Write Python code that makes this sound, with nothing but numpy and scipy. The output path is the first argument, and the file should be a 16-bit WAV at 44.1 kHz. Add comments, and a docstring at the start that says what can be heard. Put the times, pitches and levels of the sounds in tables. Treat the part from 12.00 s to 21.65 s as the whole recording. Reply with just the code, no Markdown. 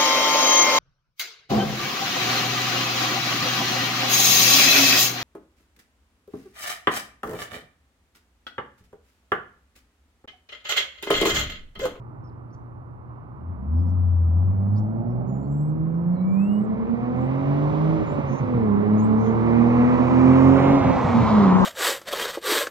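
"""At the kerb, on a phone with two microphone ports: distant traffic, a steady mains hum, and birds calling until
shortly before the car goes by. A V6 sports car far to the right blips, pulls away and revs out; its exhaust
drones on its firing orders, each firing a rasping pulse. It shifts up with late burns thudding in the pipe and
pulls again, tyres roaring, walls and house fronts echoing. Close by it lifts off and thuds again, the tread
sizzles, and it goes by to the left."""
import sys
import numpy as np
from scipy import signal
from scipy.fft import rfft, irfft, next_fast_len
from scipy.io import wavfile
from scipy.ndimage import uniform_filter1d, minimum_filter1d

SR = 44100
rng = np.random.default_rng(int(sys.argv[2]) if len(sys.argv) > 2 else 0)


def store_pcm(level_fs):
    """Save levels as 16-bit WAV."""
    pcm = np.round(np.clip(level_fs, -1, 1) * 32767).astype(np.int16)
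    wavfile.write(sys.argv[1], SR, np.atleast_2d(pcm).T)


N = 425565
T = np.arange(N) / SR


def undb(db):
    """Decibels to gain."""
    return 10 ** (np.asarray(db) / 20)


def unit(x):
    """Scale to rms 1."""
    return x / np.sqrt(np.mean(x ** 2))


def curves(table):
    """Each column of a table, joined by straight lines in time."""
    s, *columns = np.transpose(table)
    return [np.interp(T, s, column) for column in columns]


def over_hz(table, hz):
    """Each column of a table, joined on a log-frequency axis."""
    points, *columns = np.transpose(table)
    return [np.interp(np.log(hz + 1), np.log(points), column) for column in columns]


def noise():
    """White noise."""
    return rng.standard_normal(N)


def colour(x, spectrum):
    """Give x a spectrum that falls away beyond its ends; rms 1."""
    size = next_fast_len(N)
    hz = np.arange(size // 2 + 1) * SR / size
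    low_end = np.minimum(1, hz / spectrum[0][0]) ** 2
    high_end = 1 / np.maximum(1, hz / spectrum[-1][0]) ** 2
    gain = undb(over_hz(spectrum, hz)[0]) * low_end * high_end
    return unit(irfft(rfft(x, size) * gain, size)[:N])


def walk(rate):
    """Smooth chance of spread 1 that changes rate times a second."""
    step = max(1, int(SR / rate))
    points = rng.standard_normal(N // step + 2)
    joined = np.interp(np.arange(N) / step, np.arange(len(points)), points)
    return unit(uniform_filter1d(joined, step))


def tone(turns, db):
    """A sine of the given rms level on a phase in turns."""
    return np.sqrt(2) * undb(db) * np.sin(2 * np.pi * turns)


def arrive(table, swell_s=.3):
    """A gain that swells from nothing up to the first row of a curve."""
    return np.clip(1 + (T - table[0][0]) / swell_s, 0, 1) ** 3


def bump(s, width_s):
    """A bell-shaped swell of height 1 around a moment."""
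    return np.exp(-((T - s) / width_s) ** 2)


# the two microphone ports, for a sound from the right:
# pitch_hz, left_minus_right_db, left_lag_rad, unrelated_share (0 to 1)
PORT_RESPONSE = [(50, 1.5, 0.2, .05), (84.6, 2.8, .2, 0.09), (114, -1.4, 0.35, 0.4), (235, -3.5, 1.64, 1),
                 (540, -5.5, 1.4, 0.93), (990, -9.5, 2.46, 0.16), (1330, -7.5, 2, 0.33),
                 (1980, -0.5, 2.15, 0.2), (2800, 5.5, 3.6, 0.42), (4340, 2, 7.5, 0.22), (8050, 2, 10.6, .2)]


def ports(x, bearing, scattered, shade=0.56, size=1024):
    """Two ports on a phone: the far one hears later and shaded; scattered sound differs between them."""
    hz, s, direct = signal.stft(x, SR, nperseg=size)
    spread = signal.stft(scattered, SR, nperseg=size)[2]
    pan_db, lag, share = (column[:, None] for column in over_hz(PORT_RESPONSE, hz))
    side, share = np.interp(s, T, bearing), np.clip(share, 0, 1)
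    direct = direct * np.sqrt(1 - share / 2)
    spread = spread * np.sqrt(share / 2)
    # the ports face different ways, so part of the shading stays for a sound ahead
    pan_db = pan_db * np.minimum(1, shade + side)
    heard = []
    for sign in (1, -1):  # left, right
        shift = np.exp(-.5j * sign * side * lag)
        port = (direct + sign * spread) * undb(sign * pan_db / 2) * shift
        heard.append(signal.istft(port, SR, nperseg=size)[1][:N])
    return np.array(heard)


def houses(x, t60_s, hz, first_s=0.027):
    """House fronts send back a scattered echo that dies 60 dB in t60_s, dull above hz."""
    t = np.arange(SR) / SR
    tail = rng.standard_normal(SR) * undb(-60 * t / t60_s) * (t > first_s)
    tail = signal.sosfilt(signal.butter(2, hz, fs=SR, output="sos"), tail / np.linalg.norm(tail))
    return signal.fftconvolve(x, tail)[:N]


# colour of the distant traffic: pitch_hz, level_db
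TOWN_COLOUR = [(25, -25.5), (50, -5), (80, 0.5), (140, 4.5), (190, -14.5), (320, -4.5), (450, -17),
               (620, -19), (900, -13.5), (1250, -17), (1600, -30), (2300, -37), (3500, -58), (12000, -62)]
TOWN_DB, HUM_HZ, HUM_DB = -43, 119.8, -42.5


def town():
    """Distant traffic down the road is coloured noise; the mains hum is one low, slightly wavering sine."""
    direct, scattered = (colour(noise(), TOWN_COLOUR) * undb(TOWN_DB + 0.5 * walk(1.5)) for _ in range(2))
    hum = tone(HUM_HZ * T + 0.043 * walk(8.8), HUM_DB + 1.0 * walk(12.0))
    return ports(direct + hum, np.ones(N), scattered)


# bird notes in the trees: start_s, length_s, start_hz, middle_hz, end_hz, level_db,
# buzz_depth, hoarse_depth (both relative)
BIRD_NOTES = [(.237, .032, 5950, 5250, 6000, -71, 0, 0), (.269, .016, 5600, 5050, 5700, -68, 0, 0),
              (.285, .018, 5500, 4900, 3600, -76, 0, 0), (.503, .016, 4100, 4900, 5300, -75, 0, .3),
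              (.526, .03, 5600, 5850, 5650, -64, .9, .3), (1.757, .036, 6100, 5200, 5300, -73, 0, .1),
              (1.792, .026, 5450, 4950, 4600, -70, 0, .1), (1.815, .027, 6700, 6550, 5800, -78, 0, .3),
              (1.86, .06, 4800, 5650, 5450, -70, 1.2, .6), (2.757, .048, 4200, 5400, 5600, -60, .9, .5),
              (3.07, .07, 6000, 5600, 5100, -79, .3, .3), (3.27, .2, 6600, 7100, 7350, -67, 0, 0),
              (3.46, .24, 7100, 7550, 7800, -65, 0, 0), (3.425, .06, 4200, 4350, 4200, -76, .8, .4),
              (3.68, .028, 7850, 7700, 7100, -67, 0, 0), (3.93, .035, 6200, 5900, 5400, -77, 0, .6),
              (4.63, .028, 7950, 7700, 6700, -69, 0, 0), (4.135, .025, 8900, 8700, 8300, -72, 0, .3),
              (4.125, .13, 4700, 3950, 4250, -71, 0, 0), (4.26, .4, 6950, 7750, 7900, -67, 0, 0),
              (5.16, .12, 7000, 7400, 8200, -70, 0, 0), (6.06, .11, 6800, 7300, 8600, -65, 0, .2),
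              (6.26, .16, 6000, 6350, 6300, -62, .1, 1), (6.97, .1, 6500, 6950, 8700, -57, 0, .3),
              (7.17, .17, 5900, 6300, 6700, -62, .1, 1), (7.25, .06, 3300, 3250, 2900, -63, 0, .3)]
# a nearer bird's rising whistle: time_s, pitch_hz, level_db
WHISTLE = [(4.12, 2175, -79), (4.19, 2226, -69), (4.31, 2322, -59.5), (4.37, 2416, -57.5),
           (4.43, 2632, -54), (4.51, 2827, -58.5), (4.58, 2893, -60.5), (4.64, 2968, -88)]
BIRD_ECHO_DB = -12


def birds(warble_db=2.5, buzz_hz=1180, wobble=0.0089, whistle_pan_db=8):
    """Short arched notes, some hoarse and ending in a buzz, from the trees; one clear whistle from the left."""
    out, waver, warble, scratch = np.zeros(N), walk(120), walk(90), walk(1500)
    buzz = np.sin(2 * np.pi * (buzz_hz * T + .1 * walk(300)))
    for s, length_s, start_hz, middle_hz, end_hz, db, buzzing, hoarse in BIRD_NOTES:
        u = np.linspace(0, 1, int(length_s * SR))
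        at = int(s * SR) + np.arange(len(u))
        arch = np.polyfit([0, .5, 1], [start_hz, middle_hz, end_hz], 2)
        hz = np.polyval(arch, u) * (1 + wobble * waver[at])
        hz = hz + buzz_hz * (1.5 * buzzing * u * buzz[at] + .3 * hoarse * scratch[at])
        swell = np.sqrt(np.abs(np.sin(np.pi * u)))
        out[at] += tone(np.cumsum(hz) / SR, db + warble_db * warble[at]) * swell
    hz, db = curves(WHISTLE)
    whistle = tone(np.cumsum(hz) / SR, db) * (T > WHISTLE[0][0]) * (T < WHISTLE[-1][0])
    echo = np.array([houses(out + whistle, .4, 9000, first_s=.008) for _ in range(2)])
    # the trees stand a little to one side: their notes reach the right port two samples later
    notes = np.array([out, np.roll(out, 2)])
    whistle_gain = undb(np.array([[1], [-1]]) * whistle_pan_db / 2)
    return notes + whistle * whistle_gain + undb(BIRD_ECHO_DB) * echo


# walls mirror the exhaust while the car is opposite them:
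# delay_s, level_db, opposite_s, half_width_s
WALL_ECHOES = [(.13, -12, 5, .7), (.48, -14, 4.3, .9), (.45, -15, 8, .6)]


def walls(x):
    """Walls down the road send back late copies; while revs climb, their lower pitch beats with the direct note."""
    out = 0
    for delay_s, db, s, width_s in WALL_ECHOES:
        out = out + np.interp(T - delay_s, T, x, left=0) * undb(db) * bump(s, width_s)
    return out


# the sizzle of the tread: pitch_hz, level_db
TREAD_COLOUR = [(2400, -12.5), (3100, 2), (4000, 5), (5000, -2.5), (6500, -24)]
TREAD_S, TREAD_WIDTH_S, TREAD_DB = 9.35, .2, -48.5


def tread():
    """Air squeezed out of the tyre tread sizzles as the wheels go by."""
    return colour(noise(), TREAD_COLOUR) * undb(TREAD_DB + 1.5 * walk(41)) * bump(TREAD_S, TREAD_WIDTH_S)


# where the car is from the kerb: time_s, bearing (1 = far right, 0 = ahead, negative = left)
BEARING = [(0, 0.92), (4, 0.9), (7, 0.92), (8, 0.76), (8.5, 0.57), (8.9, 0.26), (9.2, -0.17), (9.5, -0.22),
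           (9.65, -0.66)]
# how near the car is to the phone: time_s, level_db (0 = the reference for a close pass)
NEARNESS = [(1.12, -31), (3.6, -28.5), (5, -18.5), (5.6, -12.5), (6.35, -14), (7.1, -12), (7.9, -6),
            (8.6, -3), (9.05, -4), (9.4, -0.5), (9.65, 2)]
# levels at 0 dB nearness and cruising revs, all revs as bank firing rate
ROAR_DB, BAY_DB, AIR_DB, CRUISE_HZ = -23, -37, -49, 120
BAY_DB_PER_OCTAVE, AIR_DB_PER_OCTAVE = 5.5, 13.5
QUIETEST_HZ = 70  # below these revs bay and air get no quieter
AIR_FADE = 1.05  # the hiss of air follows nearness this many times as strongly, in dB
BAY_BEHIND_DB = -12  # at bearing -1: the body hides the engine bay once the car has gone by
# the hiss swells as the car draws level
ABREAST_S, ABREAST_WIDTH_S, ABREAST_DB = 9.41, 0.69, 6


def rush_levels(bank_hz):
    """Levels in dB of tyres, engine bay and air: all grow as the car nears, the last two also with the revs."""
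    near_db, = curves(NEARNESS)
    gone_by = np.maximum(0, -curves(BEARING)[0])
    octaves = np.log2(np.maximum(bank_hz, QUIETEST_HZ) / CRUISE_HZ)
    bay_db = near_db + BAY_DB + BAY_DB_PER_OCTAVE * octaves + BAY_BEHIND_DB * gone_by
    air_db = AIR_FADE * near_db + AIR_DB + AIR_DB_PER_OCTAVE * octaves
    air_db = air_db + ABREAST_DB * bump(ABREAST_S, ABREAST_WIDTH_S)
    return near_db + ROAR_DB, bay_db, air_db


# colours of tyre roar, engine bay and hissing air: pitch_hz, level_db
ROAR_COLOUR = [(250, -19), (420, -6), (600, -4), (800, -1), (1050, 1.5), (1300, -5.5), (1550, -15),
               (2200, -43.5)]
BAY_COLOUR = [(1100, -20), (1550, 4.5), (2000, 5), (2300, 4.5), (2550, -2.5), (2900, -6), (3800, -28)]
AIR_COLOUR = [(2200, -14), (2600, 5.5), (3050, 6.5), (3850, 5.5), (4700, -2), (6300, -3.5), (7700, -8),
              (8800, -34), (11000, -19), (13000, -29)]


def rolling(puff, roar_db, bay_db, air_db):
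    """Tyre roar is steady noise; engine bay and air are noise pulsed once a firing."""
    roar = colour(noise(), ROAR_COLOUR) * undb(roar_db + 0.17 * walk(16))
    bay = colour(noise() * puff, BAY_COLOUR) * undb(bay_db + 1.5 * walk(19))
    air = colour(noise() * puff, AIR_COLOUR) * undb(air_db)
    return (roar + bay + air) * arrive(NEARNESS)


# colours of the gas rumble and of the rasp: pitch_hz, level_db
RUMBLE_COLOUR = [(25, -31), (45, -12.5), (80, -6.5), (130, -1.5), (230, 3.5), (330, -11), (500, -9),
                 (800, -32.5)]
RASP_COLOUR = [(280, -21.5), (450, 4), (580, 10.5), (850, 5.5), (1100, -16.5), (1400, -11.5), (1700, -28.5),
               (2300, -26.5), (3200, -48)]


def pipe_gas(puff, rumble_db, rasp_db):
    """Gas leaves the pipe in puffs, one a firing, as a low rumble and a rasping noise."""
    rumble = colour(noise() * puff, RUMBLE_COLOUR) * undb(rumble_db)
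    rasp = colour(noise() * puff, RASP_COLOUR) * undb(rasp_db + 0.61 * walk(18))
    return rumble + rasp


# the foot comes off the throttle: start_s, end_s, firing_note_change_db, overtone_change_db
LIFTS = [(1.55, 1.629, -12, 2), (6.02, 6.454, -14.5, -6), (8.842, 9.253, -7.5, -8.5)]
THROTTLE_S = 0.14  # time the throttle takes to close or open


def lifted(start_s, end_s):
    """How far the throttle is shut, 0 to 1, with ramps; a very short lift does not reach 1."""
    return np.clip(.5 + np.minimum(T - start_s, end_s - T) / THROTTLE_S, 0, 1)


# belt and chain whine: order (multiple of the four-stroke cycle),
# level_db (against the whine level), slack_change_db (around the last lift)
WHINE_ORDERS = [(42, -7, 0), (46.6, -6, 8), (47.3, -5, 0), (51, -5, 3), (54, -2, -2), (57, -3, 0),
                (60, -1, 0), (63, -1, 0)]
WHINE_DB, SLACK_S = -12, .25  # level against the engine bay; half width of the slack


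def whine(cycle, cycle_hz, bay_db):
    """Thin lines from belts and chains that follow the revs and fade outside the engine bay's resonance."""
    out, slack = 0, bump(LIFTS[-1][0], SLACK_S)
    for order, db, slack_db in WHINE_ORDERS:
        resonance_db = over_hz(BAY_COLOUR, order * cycle_hz)[0]
        level_db = bay_db + WHINE_DB + db + slack_db * slack + resonance_db
        out = out + tone(order * cycle + .06 * walk(40), level_db + 2 * walk(25))
    return out


# late burns of unburnt fuel in the pipe:
# start_s, level_db (before attack and decay), pitch_hz (centre of the sag), decay_s
LATE_BURNS = [(5.988, -20, 97, 0.016), (6.059, -21.5, 110, 0.019), (6.134, -19, 111, 0.016),
              (6.239, -16.5, 112, 0.014), (6.399, -15, 125, 0.043), (6.54, -16, 121, 0.036),
              (8.803, -15, 104, 0.028), (8.845, -14.5, 119.6, 0.04), (8.956, -12, 101, 0.008),
              (9.038, -11.5, 122.6, 0.036), (9.193, -8, 126, 0.024), (9.221, -14, 96, 0.02)]


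def thuds(sag=0.33, attack_s=0.0065, gas=0.57):
    """Each late burn booms in the silencer and sags in pitch as it dies."""
    out, rumble = np.zeros(N), colour(noise(), RUMBLE_COLOUR)
    t = np.arange(SR // 4) / SR
    for s, db, hz, decay_s in LATE_BURNS:
        at = int(s * SR)
        decay = np.exp(-t / decay_s)
        turns = hz * np.cumsum(1 + sag * (2 * decay - 1)) / SR
        boom = np.sin(2 * np.pi * turns) + gas * rumble[at:at + len(t)]
        out[at:at + len(t)] += undb(db) * boom * (1 - np.exp(-t / attack_s)) * decay
    return out


def firings(cycle, scatter_db=1.5, weak_bank_db=-5):
    """One pressure pulse a firing, the two banks in turn, one weaker, no two pulses alike."""
    count = np.floor(6 * cycle)
    at = np.flatnonzero(np.diff(count))
    pulses = np.zeros(N)
    pulses[at] = undb(scatter_db * rng.standard_normal(len(at)) + weak_bank_db * (count[at] % 2))
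    return pulses


# before throbs, each: time_s, level_db; the firing note is before lifts and dips too
# note of one cylinder bank, the octave below the firing note, which comes in at high revs
BANK_NOTE = [(1.5, -63), (2.8, -52), (3.4, -41), (4.1, -48), (4.75, -54), (5.25, -25.5), (5.55, -21),
             (5.95, -20), (6.01, -33.5), (6.28, -26), (6.47, -39), (6.58, -27), (6.75, -30), (7.15, -26),
             (7.9, -26.5), (8.35, -19.5), (8.7, -18.5), (8.83, -37), (9.3, -31), (9.6, -42.5)]
# note of all six cylinders firing
FIRING_NOTE = [(1.351, -49.5), (1.5, -28.5), (1.8, -20), (2.5, -18.5), (2.75, -22), (2.95, -28), (3.3, -25),
               (3.6, -21), (4.4, -18), (4.9, -21.5), (5.2, -22.5), (5.4, -27), (5.7, -24), (5.87, -29),
               (5.98, -23.5), (6.5, -20), (6.78, -17), (7.12, -14.5), (7.33, -20), (7.5, -20), (7.7, -14),
               (8.3, -11.5), (8.55, -14), (8.76, -13), (8.9, -15), (9.06, -15.5), (9.15, -11), (9.3, -16),
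               (9.44, -12.5), (9.65, -16.5)]
# third harmonic of the bank note
THIRD_NOTE = [(1.6, -55.5), (2.551, -54), (3.35, -31), (4.05, -47.5), (4.299, -41), (5.6, -43.5),
              (6.42, -48), (6.58, -34), (7.049, -31.5), (7.2, -42), (7.5, -22.5), (7.8, -37), (8.35, -26.5),
              (8.68, -27.5), (8.9, -48.5), (9.35, -44), (9.5, -24.5), (9.65, -40)]
# fourth harmonic of the bank note, the octave of the firing note
FOURTH_NOTE = [(1.6, -54), (1.85, -37), (2.3, -41), (2.65, -28), (2.95, -26.5), (3.3, -38.5), (3.8, -34.5),
               (4.3, -46.5), (4.65, -38.5), (5.3, -34.5), (5.6, -42.5), (5.9, -39.5), (6.04, -43),
               (6.14, -34.5), (6.28, -35), (6.38, -41.5), (6.55, -30.5), (6.78, -27), (7, -32.5),
               (7.8, -27.5), (8.3, -32), (8.57, -26), (8.85, -35), (9.1, -39), (9.33, -44), (9.43, -24.5),
               (9.5, -32), (9.65, -25.5)]
# the rest of the exhaust, overtones before lifts: time_s, overtone_db, rasp_db, rumble_db
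EXHAUST_LEVELS = [(1.3, -61, -64.5, -52.5), (1.75, -43.5, -52, -47), (2.2, -47.5, -54.5, -44.5),
                  (2.75, -42, -44.5, -44), (3.2, -41.5, -41, -44), (3.8, -48.5, -52.5, -37.5),
                  (4.3, -46.5, -49.5, -41.5), (4.9, -47.5, -46.5, -32.5), (5.45, -37.5, -49.5, -33.5),
                  (5.92, -36, -48.5, -29), (6.55, -39.5, -44, -36.5), (7.15, -37.5, -38, -32),
                  (7.8, -35.5, -37.5, -28.5), (8.3, -34.5, -34, -29.5), (8.65, -36.5, -27, -22.5),
                  (9, -35.5, -28.5, -28), (9.45, -34, -36.5, -22.5), (9.65, -38, -51, -24)]
# the firing note dips briefly: time_s, half_width_s, change_db
FIRING_DIPS = [(2.88, 0.035, -9), (3.04, .02, -11.5), (3.26, 0.016, -12), (3.439, 0.03, -14),
               (3.775, .025, -7), (3.92, .02, -5), (4.04, .018, -6), (4.18, 0.021, -10.5),
               (4.65, .022, -12), (4.755, .022, -10), (4.86, .022, -13), (4.975, 0.028, -15),
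               (5.055, .016, -11), (5.16, .02, -11), (5.27, .02, -8), (6.845, 0.016, -17.5),
               (7.245, 0.025, -11), (7.39, .02, -11), (7.98, .02, -12), (8.07, .035, -11), (8.61, 0.03, -9),
               (8.93, .04, -7), (9.22, .024, -14)]
THROB_DB, THROB_HZ = 1.2, 16  # all four notes throb at random
# off the throttle the cylinders fire unevenly in strength, and in time by parts of a cycle
BURBLE_DB, BURBLE_HZ, STUMBLE_CYCLES = 3.5, 40, .005


def exhaust_levels():
    """Levels in dB; off the throttle firing note and overtones change level, all tones and the rumble burble."""
    notes = (BANK_NOTE, FIRING_NOTE, THIRD_NOTE, FOURTH_NOTE)
    bank_db, firing_db, third_db, fourth_db = (curves(note)[0] + THROB_DB * walk(THROB_HZ) for note in notes)
    overtone_db, rasp_db, rumble_db = curves(EXHAUST_LEVELS)
    unsteady_db, burble_db = BURBLE_DB * walk(BURBLE_HZ), 0
    for start_s, end_s, note_change_db, overtone_change_db in LIFTS:
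        shut = lifted(start_s, end_s)
        firing_db = firing_db + note_change_db * shut
        overtone_db = overtone_db + overtone_change_db * shut
        burble_db = burble_db + unsteady_db * shut
    firing_db = firing_db + sum(db * bump(s, width_s) for s, width_s, db in FIRING_DIPS)
    tones_db = [db + burble_db for db in (bank_db, firing_db, third_db, fourth_db, overtone_db)]
    return *tones_db, rasp_db, rumble_db + burble_db


# unequal cylinders: order (multiple of the four-stroke cycle),
# level_db (against the bank note, or the firing note plus uneven_db where that is lower)
LOW_ORDERS = [(2, -12), (4, -14), (5, -9), (7, -14)]
# exhaust overtones: order (multiple of the four-stroke cycle), level_db (against the overtone level)
HIGH_ORDERS = [(8, 0), (10, -10), (11, -1), (13, -11), (14, -5), (15, -8), (16, -12), (17, -9), (18, 1),
               (21, -10), (24, -7)]
# resonances of silencer and tailpipe: pitch_hz, level_db
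PIPE_RESONANCE = [(110, -12), (180, 5), (215, 7), (260, 3), (300, -3), (350, 0), (410, 0), (470, -2),
                  (555, 2.5), (630, 2.5), (740, 0), (820, -10), (950, -10), (1100, -15)]
# sharpness of the pressure pulses, softer in the higher gear: time_s, overtone_slope_db_per_octave
PULSE_EDGE = [(1.8, 3), (2.6, -1), (4.4, 2.5), (5.8, -1), (6.7, -11), (8.7, -12), (9.6, -2)]
PIPE_BASS_HZ, PIPE_BASS_DB_PER_OCTAVE = 88, 16  # the tailpipe radiates the lowest orders poorly


def drone(cycle, cycle_hz, bank_db, firing_db, third_db, fourth_db, overtone_db, uneven_db=-4, fading_db=2):
    """Six firings a cycle, three a bank; unequal cylinders add orders between, swept through pipe resonances."""
    notes = (bank_db, firing_db, third_db, fourth_db)
    out = sum(tone(3 * k * cycle, db) for k, db in enumerate(notes, 1))
    # the low in-between orders stay under both main notes
    under_db = np.minimum(bank_db, firing_db + uneven_db)
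    partials = []
    for order, db in LOW_ORDERS:
        bass_octaves = np.minimum(0, np.log2(order * cycle_hz / PIPE_BASS_HZ))
        partials.append((order, under_db + db + PIPE_BASS_DB_PER_OCTAVE * bass_octaves))
    slope_db, = curves(PULSE_EDGE)
    for order, db in HIGH_ORDERS:
        tilt_db = slope_db * np.log2(order / 12)
        partials.append((order, overtone_db + db + tilt_db + over_hz(PIPE_RESONANCE, order * cycle_hz)[0]))
    for order, db in partials:
        # uneven firing blurs the high orders most; each order fades in and out on its way over the road
        turns = order * (cycle + .0018 * walk(18)) + rng.random()
        out += tone(turns, db + fading_db * walk(9))
    return out


# a blip, the launch, first gear, the upshift, second gear, the fall as it passes:
# time_s, bank_hz (firing rate of one cylinder bank as heard at the kerb)
REVS = [(1.35, 31.9), (1.52, 46.3), (1.58, 30.5), (1.8, 43.6), (1.93, 44.97), (2.31, 41.27), (2.45, 46.13),
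        (2.9, 54.82), (4.0, 84.67), (5.1, 123.4), (5.94, 160.7), (6.08, 149.1), (6.3, 134.4), (6.53, 124),
        (6.7, 102.1), (6.77, 101.1), (6.86, 105.6), (7.81, 121.6), (8.76, 139), (8.86, 132), (9.04, 123.8),
        (9.15, 117.6), (9.35, 107.1), (9.51, 91.54), (9.65, 93.8)]
ECHO_T60_S, ECHO_HZ, ECHO_DB = 1.0, 835, -15


def car(crack_db=-7, side_echo_db=-7, chop=0.22):
    """Exhaust notes, rasp, whine and rolling noise travel together from right to left."""
    bank_hz, = curves(REVS)
    *notes_db, rasp_db, rumble_db = exhaust_levels()
    roar_db, bay_db, air_db = rush_levels(bank_hz)
    cycle_hz = bank_hz / 3
    cycle = np.cumsum(cycle_hz) / SR
    puff = 1 + chop * np.cos(2 * np.pi * 6 * cycle)  # one a firing
    shut = sum(lifted(*lift[:2]) for lift in LIFTS)
    stumble = STUMBLE_CYCLES * walk(BURBLE_HZ) * shut

    exhaust = drone(cycle + stumble, cycle_hz, *notes_db) * arrive(REVS) + thuds()
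    exhaust += colour(firings(cycle), RASP_COLOUR) * undb(rasp_db + crack_db)

    # two independent draws of the noise: one heard from the car's bearing, one scattered
    direct, scattered = (rolling(puff, roar_db, bay_db, air_db) + pipe_gas(puff, rumble_db, rasp_db) + tread()
                         for _ in range(2))
    direct += exhaust + walls(exhaust) + whine(cycle, cycle_hz, bay_db)
    direct += undb(ECHO_DB) * houses(exhaust, ECHO_T60_S, ECHO_HZ)
    scattered += undb(side_echo_db) * houses(exhaust, ECHO_T60_S, ECHO_HZ)
    return ports(direct, *curves(BEARING), scattered)


def scene():
    """The town, the birds and the car, as they reach the kerb."""
    return town() + birds() + car()


CEILING, LIMITER_S, TOP_HZ = .85, .01, 13000  # peak against full scale, smoothing time, treble cut


def record(dry):
    """The phone holds down the loudest peaks and cuts the top."""
    size = int(LIMITER_S * SR)
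    room = CEILING / np.maximum(np.abs(dry).max(axis=0), CEILING)
    gain = uniform_filter1d(minimum_filter1d(room, 2 * size), size)
    return signal.sosfilt(signal.ellip(8, .2, 70, TOP_HZ, fs=SR, output="sos"), dry * gain)


dry = scene()
out = record(dry)
store_pcm(out)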